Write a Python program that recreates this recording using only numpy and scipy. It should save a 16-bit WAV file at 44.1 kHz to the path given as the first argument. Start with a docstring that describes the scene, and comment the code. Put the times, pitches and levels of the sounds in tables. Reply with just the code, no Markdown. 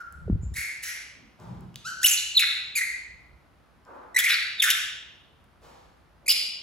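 """Baby monkey in a tiled room

A baby monkey screams in the corner of a bare tiled room: clean whistles break into rasps and high squeals.
The camera bumps past a squeaking hanging cloth, then moves closer with soft scuffs of filtered noise.
Small hands and feet tick on the tiles as short noise bursts, and the hard walls ring on after every cry.
The cries are sine waves and overtones that flutter and turn to noise, shaped by the throat."""
import sys
import numpy as np
from scipy import signal
from scipy.fft import rfft, irfft, next_fast_len
from scipy.io import wavfile

SR = 44100
rng = np.random.default_rng(int(sys.argv[2]) if len(sys.argv) > 2 else 0)


def materialize(psi):
    """Save the field psi as 16-bit PCM at rate SR to the path in sys.argv[1].

    A 1-D psi becomes a single channel; in a 2-D psi each row is a channel.
    """
    bounded = np.clip(np.atleast_2d(psi).T, -1, 1)
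    quanta = np.round(bounded * 32767).astype(np.int16)
    wavfile.write(sys.argv[1], SR, quanta)


N = 292162  # length in samples
TOP_HZ = 15900  # upper limit of the sound

# The steady background air. Each row: frequency in Hz, level in dB.
AIR_SPECTRUM = [(20, -32), (38, -8.5), (55, 5.5), (110, -1.5), (220, -6), (450, -9.5), (1300, -11),
                (2200, -19), (5000, -28.5), (8000, -37.5), (11000, -33), (16000, -45.5)]
# How long the echoes ring. Each row: frequency in Hz, time to fall by 60 dB in seconds.
ROOM_DECAY = [(200, 0.36), (1500, 0.63), (3200, 0.82), (6500, 0.53), (10000, 0.39), (15000, 0.045)]
# How unlike the echoes are on the left and right. Each row: frequency in Hz, side against mid in dB.
ECHO_WIDTH = [(200, -8), (700, 3), (2000, -3), (5500, -6.5), (7000, -8.5), (9000, -17)]
# How far left and right are out of step. Each row: frequency in Hz, lead of the left in radians.
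STEREO_PHASE = [(500, 0.5), (2000, 0.89), (3100, 0.57), (4200, 1.17), (5300, 1.23), (6100, 1.1),
                (7000, 0.5), (8950, -3), (11100, -6), (13300, -9.5), (15500, -12.5)]
# How directly the cries arrive. Each row: time in seconds, level of the direct path in dB.
DIRECT_PATH = [(0, -3), (0.9, -6), (1.9, -3.5), (2.03, 1), (6.3, -0.5)]

# The tone of a grip rumbling in the camera body. Each row: frequency in Hz, level in dB.
RUMBLE_SPECTRUM = [(20, -36.5), (35, -12), (58, 7.5), (100, -3.5), (175, -6.5), (240, -31.5), (320, -25.5),
                   (600, -41), (1200, -100)]
# Shifts of grip. Each row: time of the height in seconds, level in dB before the shared rumble level,
# length in seconds.
GRIP_SHIFTS = [(0.335, -16.5, 0.45), (0.523, -34, 0.39), (2.936, -56, 0.21), (3.157, -45.5, 0.43),
               (3.338, -45.5, 0.34), (5.803, -57, 7.4)]
# The tone of a dull shuffle. Each row: frequency in Hz, level in dB.
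SHUFFLE_SPECTRUM = [(35, -30.5), (60, -8), (85, -13), (121, 2.5), (150, -4), (188, -0.5), (263, -21),
                    (400, -19.5), (520, -49), (880, -120)]
# The shuffle: start in seconds, length in seconds, level in dB before the shared shuffle level.
SHUFFLE_EVENT = (1.347, 0.3, -38.5)
# Bumps on the camera body. Each row: start in seconds, starting level in dB before the soft attack,
# settled pitch in Hz, time to fall by 60 dB in seconds.
CAMERA_BUMPS = [(0.279, -29.5, 341.4, 0.1), (0.299, -10, 151, 0.041), (0.327, -17.5, 99.4, 0.15),
                (0.357, -26, 148, 0.071), (0.433, -24.5, 89.7, 0.2), (0.466, -26, 59, 0.18),
                (0.519, -26, 66.9, 0.11), (0.584, -32.5, 70.6, 0.084)]
# The hanging cloth swings on its frame: start in seconds, length in seconds, level in dB.
CLOTH_SQUEAK = (0.407, 0.038, -56.5)

# Friction on the tiles. Each row: frequency in Hz, level in dB.
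FRICTION_SPECTRUM = [(120, -31), (280, 2), (600, 2.5), (1150, 4), (1500, -4.5), (2000, -17), (4000, -49),
                     (9000, -52.5)]
# Scuffs on the floor. Each row: start in seconds, level in dB before the direct and room levels,
# length in seconds, pitch as a multiple of the friction spectrum, hiss in dB.
FLOOR_SCUFFS = [(1.13, -54.5, 0.056, .22, -36), (1.384, -47, 0.048, .9, -14.5),
                (3.854, -44.5, 0.1, 1.05, -30), (5.613, -48.5, 0.041, .85, -7.5),
                (6.21, -54.5, 0.086, .6, -39)]
# Taps on the tiles. Each row: start in seconds, peak in dB before the room is added, centre in Hz.
TILE_TAPS = [(0.125, -39.5, 10000), (1.4, -48, 6070), (1.608, -47, 8712), (1.743, -43, 2950),
             (1.758, -25.5, 3456), (3.851, -49.5, 5500), (5.442, -53.5, 10080)]

# What the throat and open mouth let through. Each row: frequency in Hz, level in dB.
THROAT_RESPONSE = [(600, -52.5), (1000, -19.5), (1350, -1.5), (2200, -5.5), (3700, 0), (5000, 6),
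                   (7000, -4), (8500, -9.5), (10000, 2.5), (11000, 8.5), (13000, 4.5), (16000, -9.5)]
# Strength of the overtones and of the rasp at the larynx. Each row: frequency in Hz, level in dB.
LARYNX_SPECTRUM = [(1500, -4), (3800, -1.5), (5200, -7.5), (7200, 8.5), (8800, 11.5), (11000, -2),
                   (15000, 3.5)]
# The hoarse core of a broken cry. Each row: frequency in Hz, level in dB.
HOARSE_SPECTRUM = [(900, -36), (1400, -7), (2600, 12.5), (4200, -9.5), (5500, -5), (9000, -27)]
# Clean chirps that open a cry. Each row: start in seconds, length in seconds, level in dB before the throat,
# start pitch in Hz, end pitch in Hz, overtones against the fundamental in dB.
WHISTLE_CALLS = [ (1.84, 0.036, -30, 1120, 1543, -4.5), (2.039, 0.014, -11.5, 2433, 3000, -4),
                 (2.345, 0.015, -31, 4258, 3863, -21.5), (2.362, 0.02, -15, 4380, 3567, -19),
                 (2.751, 0.012, -21.5, 2177, 2467, -4.5), (4.143, 0.011, -28, 1812, 2032, -8),
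                 (4.16, 0.011, -10, 1844, 1995, -10), (4.577, 0.014, -38.5, 3570, 3600, -25),
                 (4.595, 0.012, -18, 3593, 3403, -23), (6.258, 0.01245, -33.5, 1990, 2450, -1),
                 (6.277, 0.011, -16, 1808, 2480, 1)]
# Bursts in which the voice breaks. Each row: start in seconds, length in seconds, level in dB before the throat,
# start pitch in Hz, end pitch in Hz, mid-way overtones against the fundamental in dB, roughness from 0 to 1.
RASP_CALLS = [ (0.0, 0.025, -35, 1612, 1417, -23.5, 0.45), (0.537, 0.024, -36, 1780, 2107, 4, 0.29),
              (0.552, 0.08, -25, 2077, 2207, -5, 0.42), (0.819, 0.08, -28, 1950, 2120, -1.5, 0.56),
              (1.872, 0.0377, -31, 1540, 1544, -6, 0.21), (2.014, 0.016, -37.5, 1485, 1540, -0.5, 0.3),
              (2.029, 0.013, -22, 1649, 2197, 5.5, 0.27), (2.055, 0.018, -14.5, 3127, 2850, 5.5, 0.42),
              (2.069, 0.075, -23.5, 2627, 2707, 5, 0.5), (2.389, 0.026, -20.5, 2950, 2400, -4.5, 0.5),
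              (2.417, 0.031, -22, 2400, 2000, -28, 0.62), (2.761, 0.028, -19, 2475, 2015, -1, 0.28),
              (2.787, 0.02, -34, 1991, 1950, -6, 0.26), (2.804, 0.034, -21.5, 2012, 2116, -16, 0.2),
              (4.173, 0.01543, -16.5, 2078, 2381, -12, 0.36), (4.187, 0.019, -21, 1958, 1750, 6, 0.7),
              (4.236, 0.025, -21, 2380, 2216, -4, 0.5), (4.259, 0.03, -18.5, 2230, 1866, -18, 0.46),
              (4.287, 0.056, -21, 2361, 2043, -12, 0.77), (4.618, 0.022, -17, 2907, 2008, -4, 0.55),
              (4.636, 0.033, -23, 1950, 1572, -2, 0.52), (4.667, 0.036, -21.5, 1604, 2154, -9.5, 0.68),
              (4.701, 0.016, -19.5, 3050, 3428, 0, 0.65), (6.289, 0.032, -20, 2988, 3126, 0.5, 0.48)]
# A second, higher voice that splits off. Each row: start in seconds, length in seconds,
# level in dB before the throat, start pitch in Hz, end pitch in Hz.
SQUEAL_CALLS = [ (0.83, 0.067, -39.5, 6288, 5702), (2.056, 0.015, -29, 3690, 3752),
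                (2.076, 0.021, -23, 6400, 6690), (2.11, 0.03, -21, 7930, 6620),
                (2.172, 0.026, -34, 4300, 3600), (4.19, 0.014, -25, 3316, 3360),
                (4.298, 0.045, -29, 3707, 3870), (4.34, 0.012, -38.5, 4375, 4440),
                (4.701, 0.0157, -28.5, 6280, 6440), (6.291, 0.0077, -23, 4956, 5233),
                (6.301, 0.0112, -21, 4316, 4490), (6.313, 0.0072, -24.5, 5150, 5180)]

# The shape of each kind of sound: rise and 60 dB fade (as shares of its length), level change across it in dB.
# Whistles, rasps and squeals also have an arch: the mid-way bulge of the pitch, as a share.
SHUFFLE_CONTOUR = dict(rise=0.66, fade=3, tilt_db=-4)
SQUEAK_CONTOUR = dict(rise=0.93, fade=3.6, tilt_db=2)
WHISTLE_CONTOUR = dict(rise=0.55, fade=0.7, tilt_db=4, arch=0.03)
RASP_CONTOUR = dict(rise=0.24, fade=1.3, tilt_db=-3, arch=-0.03)
SQUEAL_CONTOUR = dict(rise=0.1, fade=0.96, tilt_db=-5.5, arch=0.005)
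WHISTLE_ROUGH = 0.094  # from 0 to 1
RASP_DULLS_DB = 4.5  # the overtones sink by this much from the start of a rasp to its end


def amp(db):
    """Turn decibels into gain."""
    return 10 ** (np.asarray(db) / 20)


def unit(x):
    """Scale a sound to an average (rms) strength of 1."""
    return x / np.sqrt(np.mean(x ** 2) + 1e-20)


def along(points, hz):
    """Read a curve of (Hz, value) points on a logarithmic frequency axis."""
    f, v = np.transpose(points)
    return np.interp(np.log(hz + 1), np.log(f + 1), v)


def filtered(x, response):
    """Shape the frequencies of a sound with a response curve."""
    n = x.shape[-1]
    padded = next_fast_len(n + 4096)
    spectrum = rfft(x, padded) * response(np.fft.rfftfreq(padded, 1 / SR))
    return irfft(spectrum, padded)[..., :n]


def noise(response):
    """Make coloured noise with an average (rms) strength of 1."""
    return unit(filtered(rng.standard_normal(N), response))


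def wide(spectrum, side_db):
    """Make stereo noise from a shared middle and an opposite side part."""
    mid, side = (noise(lambda hz: amp(along(spectrum, hz))) for _ in range(2))
    return np.array([mid + amp(side_db) * side, mid - amp(side_db) * side])


def resonance(hz, centre_hz, q):
    """Let a band around the centre ring, as a small resonator does; a higher q is narrower."""
    damping = 1j * hz * centre_hz / q
    return damping / (centre_hz ** 2 - hz ** 2 + damping)


def blend(a, b, share):
    """Mix two sounds at constant power."""
    share = np.clip(share, 0, 1)
    return np.sqrt(1 - share) * a + np.sqrt(share) * b


def envelope(s, length, db, rise, fade, tilt_db):
    """Gain over time: a smooth rise, a level that swells or sags, and a fade."""
    u = np.maximum(np.arange(N) / SR - s, 0) / length  # time as a share of the length
    onset = np.sin(np.pi / 2 * np.minimum(u / rise, 1)) ** 2
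    tilt = tilt_db * (np.minimum(u, 1) - .5)
    fall = 60 * np.clip((u - 1) / fade, 0, 2)
    return onset * amp(db + tilt - fall)


def air(level_db):
    """The still air of the place is steady, wide noise."""
    return amp(level_db) * wide(AIR_SPECTRUM, side_db=-4.5)


def room(x, build=0.0041, linger=.13, treble_db=-2):
    """Echoes between the tiled walls thicken, linger, then die away, the high treble first."""
    hz, t, z = signal.stft(rng.standard_normal((2, int(1.3 * SR))), SR, nperseg=256)
    age = np.hypot(t, linger) - linger  # grows slowly at first, so the echoes linger
    decay = amp(-60 * age / along(ROOM_DECAY, hz)[:, None])
    tail = signal.istft(z * decay * (1 - np.exp(-t / build)), SR, nperseg=256)[1]
    tail = filtered(tail, lambda f: amp(along([(4000, 0.015), (11000, treble_db)], f)))
    mid, side = tail / np.linalg.norm(tail[0])
    side = filtered(side, lambda f: amp(along(ECHO_WIDTH, f)))
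    return signal.fftconvolve(x[None], np.array([mid + side, mid - side]), axes=1)[:, :N]


def out_of_step(x):
    """Turn left and right out of step by frequency, for cries, floor sounds and echoes alike."""
    sides = np.array([[1], [-1]])
    return filtered(x, lambda hz: np.exp(.5j * sides * along(STEREO_PHASE, hz)))


def grips(rumble_db=-8, swell_db=32):
    """Each shift of grip swells and ebbs as a rumble in the camera body."""
    t = np.arange(N) / SR
    swells = 0
    for s, db, length in GRIP_SHIFTS:
        swells = swells + amp(db - swell_db * 2 * np.abs(t - s) / length)
    return amp(rumble_db) * swells * wide(RUMBLE_SPECTRUM, side_db=-9.0)


def shuffle(shuffle_db=-2):
    """A dull shuffle booms in the room as low noise."""
    gain = envelope(*SHUFFLE_EVENT, **SHUFFLE_CONTOUR)
    return amp(shuffle_db) * gain * wide(SHUFFLE_SPECTRUM, side_db=-11)


def bumps(bend=0.7, settle=0.0046, attack=0.001):
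    """Each knock on the camera is a short low boom whose pitch sags as the contact relaxes."""
    out, t = np.zeros(N + SR), np.arange(SR // 4) / SR
    for s, db, hz, t60 in CAMERA_BUMPS:
        cycles = hz * (t + bend * settle * (1 - np.exp(-t / settle)))
        boom = amp(db - 60 * t / t60) * np.sin(2 * np.pi * cycles) * (1 - np.exp(-t / attack))
        out[round(s * SR):][:len(t)] -= boom
    return out[:N]


def squeak(centre_hz=7150, q=14):
    """The swinging cloth gives a thin squeak: noise in a narrow band."""
    return envelope(*CLOTH_SQUEAK, **SQUEAK_CONTOUR) * noise(lambda hz: resonance(hz, centre_hz, q) ** 2)


def scuffs(rise=0.013, t60=0.68):
    """Something soft slides over the tiles: a hollow band of friction noise with some hiss."""
    out, t = np.zeros(N + SR), np.arange(SR // 2) / SR
    for s, db, length, pitch, hiss_db in FLOOR_SCUFFS:
        def surface(hz):
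            hiss = amp(hiss_db) / (1 + (hz / 7000) ** 2)
            return amp(along(FRICTION_SPECTRUM, hz / pitch)) + hiss

        rub = unit(filtered(rng.standard_normal(len(t)), surface))
        fall = 60 * np.maximum(t - length, 0) / t60
        out[round(s * SR):][:len(t)] += rub * (1 - np.exp(-t / rise)) * amp(db - fall)
    return out[:N]


def taps(t60=0.0073, q=2.2):
    """Nails and palms tick on the hard floor: fast-fading noise through a resonance."""
    out, t = np.zeros(N + SR), np.arange(SR // 10) / SR
    for s, db, centre_hz in TILE_TAPS:
        burst = rng.standard_normal(len(t)) * amp(-60 * t / t60)
        tick = filtered(burst, lambda hz: resonance(hz, centre_hz, q))
        out[round(s * SR):][:len(t)] += amp(db) * tick / np.max(np.abs(tick))
    return out[:N]


def flutter(width_hz):
    """The vocal folds are chaotically unsteady: slow noise, quicker with a larger width."""
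    return noise(lambda hz: 1 / (1 + (hz / width_hz) ** 2))


def controls(calls, arch, **shape):
    """Gain, pitch, progress 0-1 and further columns per sample; each call is one arched glide."""
    t, rows = np.arange(N) / SR, np.array(calls)
    gain = sum(envelope(s, length, db, **shape) for s, length, db, *_ in calls)
    latest = np.maximum(np.searchsorted(rows[:, 0], t) - 1, 0)  # the most recently started call
    s, length, _, start_hz, end_hz, *others = rows[latest].T
    progress = np.clip((t - s) / length, 0, 1)
    glide = start_hz * (end_hz / start_hz) ** progress
    pitch = glide * (1 + arch * np.sin(np.pi * progress))
    return gain, pitch, progress, *others


def scream(loudness, pitch, rough, bright_db, jitter=0.19, jitter_hz=420, rasp=2.2, chaos=0.92,
           break_point=0.45, waver=.007, waver_hz=70, rolloff_db=6):
    """Vocal folds whistle at the pitch; driven hard they flutter and the overtones smear into a rasp."""
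    rough = np.clip(rough, 0, 1)
    wobble = waver * flutter(waver_hz) + jitter * rough * flutter(jitter_hz)
    phase = 2 * np.pi * np.cumsum(pitch * (1 + wobble)) / SR
    on = loudness > amp(-80)  # overtones are computed only where the voice sounds
    orders = np.arange(2, 10)[:, None]
    overtone_hz = orders * pitch[on]
    weights = amp(along(LARYNX_SPECTRUM, overtone_hz)) * (overtone_hz < TOP_HZ)
    weights = weights * amp(-rolloff_db * np.maximum(orders - 4, 0))
    offsets = rng.uniform(0, 2 * np.pi, orders.shape)
    waves = np.sum(weights * np.sin(orders * phase[on] + offsets), axis=0)
    overtones = np.zeros(N)
    overtones[on] = np.sqrt(2) * waves / np.linalg.norm(weights, axis=0)
    # as the folds lose their rhythm, the whistle turns hoarse and the overtones turn to hiss
    broken = np.clip(chaos * (rough - break_point), 0, 1)
    hoarse = noise(lambda hz: amp(along(HOARSE_SPECTRUM, hz)))
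    hiss = noise(lambda hz: amp(along(LARYNX_SPECTRUM, hz)))
    core = blend(np.sqrt(2) * np.sin(phase), hoarse, broken)
    upper = blend(overtones, hiss, rasp * rough ** 2)
    folds = blend(core, upper, 1 / (1 + amp(-2 * bright_db)))
    return loudness * folds * (1 + .35 * rough * flutter(jitter_hz))


def whistles():
    """A cry opens with a short, clean chirp that swells and cuts off."""
    loudness, pitch, _, bright_db = controls(WHISTLE_CALLS, **WHISTLE_CONTOUR)
    return scream(loudness, pitch, WHISTLE_ROUGH, bright_db)


def rasps(tremble_db=-1.0, tremble_hz=60):
    """The voice breaks: a trembling burst that starts shrill, then weakens and dulls."""
    loudness, pitch, progress, bright_db, rough = controls(RASP_CALLS, **RASP_CONTOUR)
    trembling = loudness * amp(tremble_db * flutter(tremble_hz))
    return scream(trembling, pitch, rough, bright_db - RASP_DULLS_DB * (progress - .5))


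def squeals(jitter=0.059, jitter_hz=300):
    """A second, independent vibration of the folds: a jittery sine wave."""
    loudness, pitch, _ = controls(SQUEAL_CALLS, **SQUEAL_CONTOUR)
    cycles = np.cumsum(pitch * (1 + jitter * flutter(jitter_hz))) / SR
    return loudness * np.sqrt(2) * np.sin(2 * np.pi * cycles)


def monkey():
    """Whistles, rasps and squeals all pass through the throat, which favours some frequencies."""
    return filtered(whistles() + rasps() + squeals(), lambda hz: amp(along(THROAT_RESPONSE, hz)))


def scene(cry_room_db=-5.5, floor_room_db=-6, scuff_direct_db=-6, air_db=-61, left_db=0.0):
    """Cries, cloth and floor sounds fill the room; bumps, handling and air are added without echoes."""
    cries, slides, ticks = monkey(), scuffs(), taps() + squeak()
    nearness = amp(np.interp(np.arange(N) / SR, *np.transpose(DIRECT_PATH)))
    direct = cries * nearness + ticks + amp(scuff_direct_db) * slides
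    direct = amp([[left_db], [-left_db]]) * direct
    echoes = room(amp(cry_room_db) * cries + amp(floor_room_db) * (slides + ticks))
    return out_of_step(direct + echoes) + bumps() + grips() + shuffle() + air(air_db)


def record(dry):
    """The camera keeps nothing above its band limit; the edge is a 300 Hz slope."""
    return filtered(dry, lambda hz: np.clip((TOP_HZ - hz) / 300 + .5, 0, 1))


dry = scene()
out = record(dry)
materialize(out)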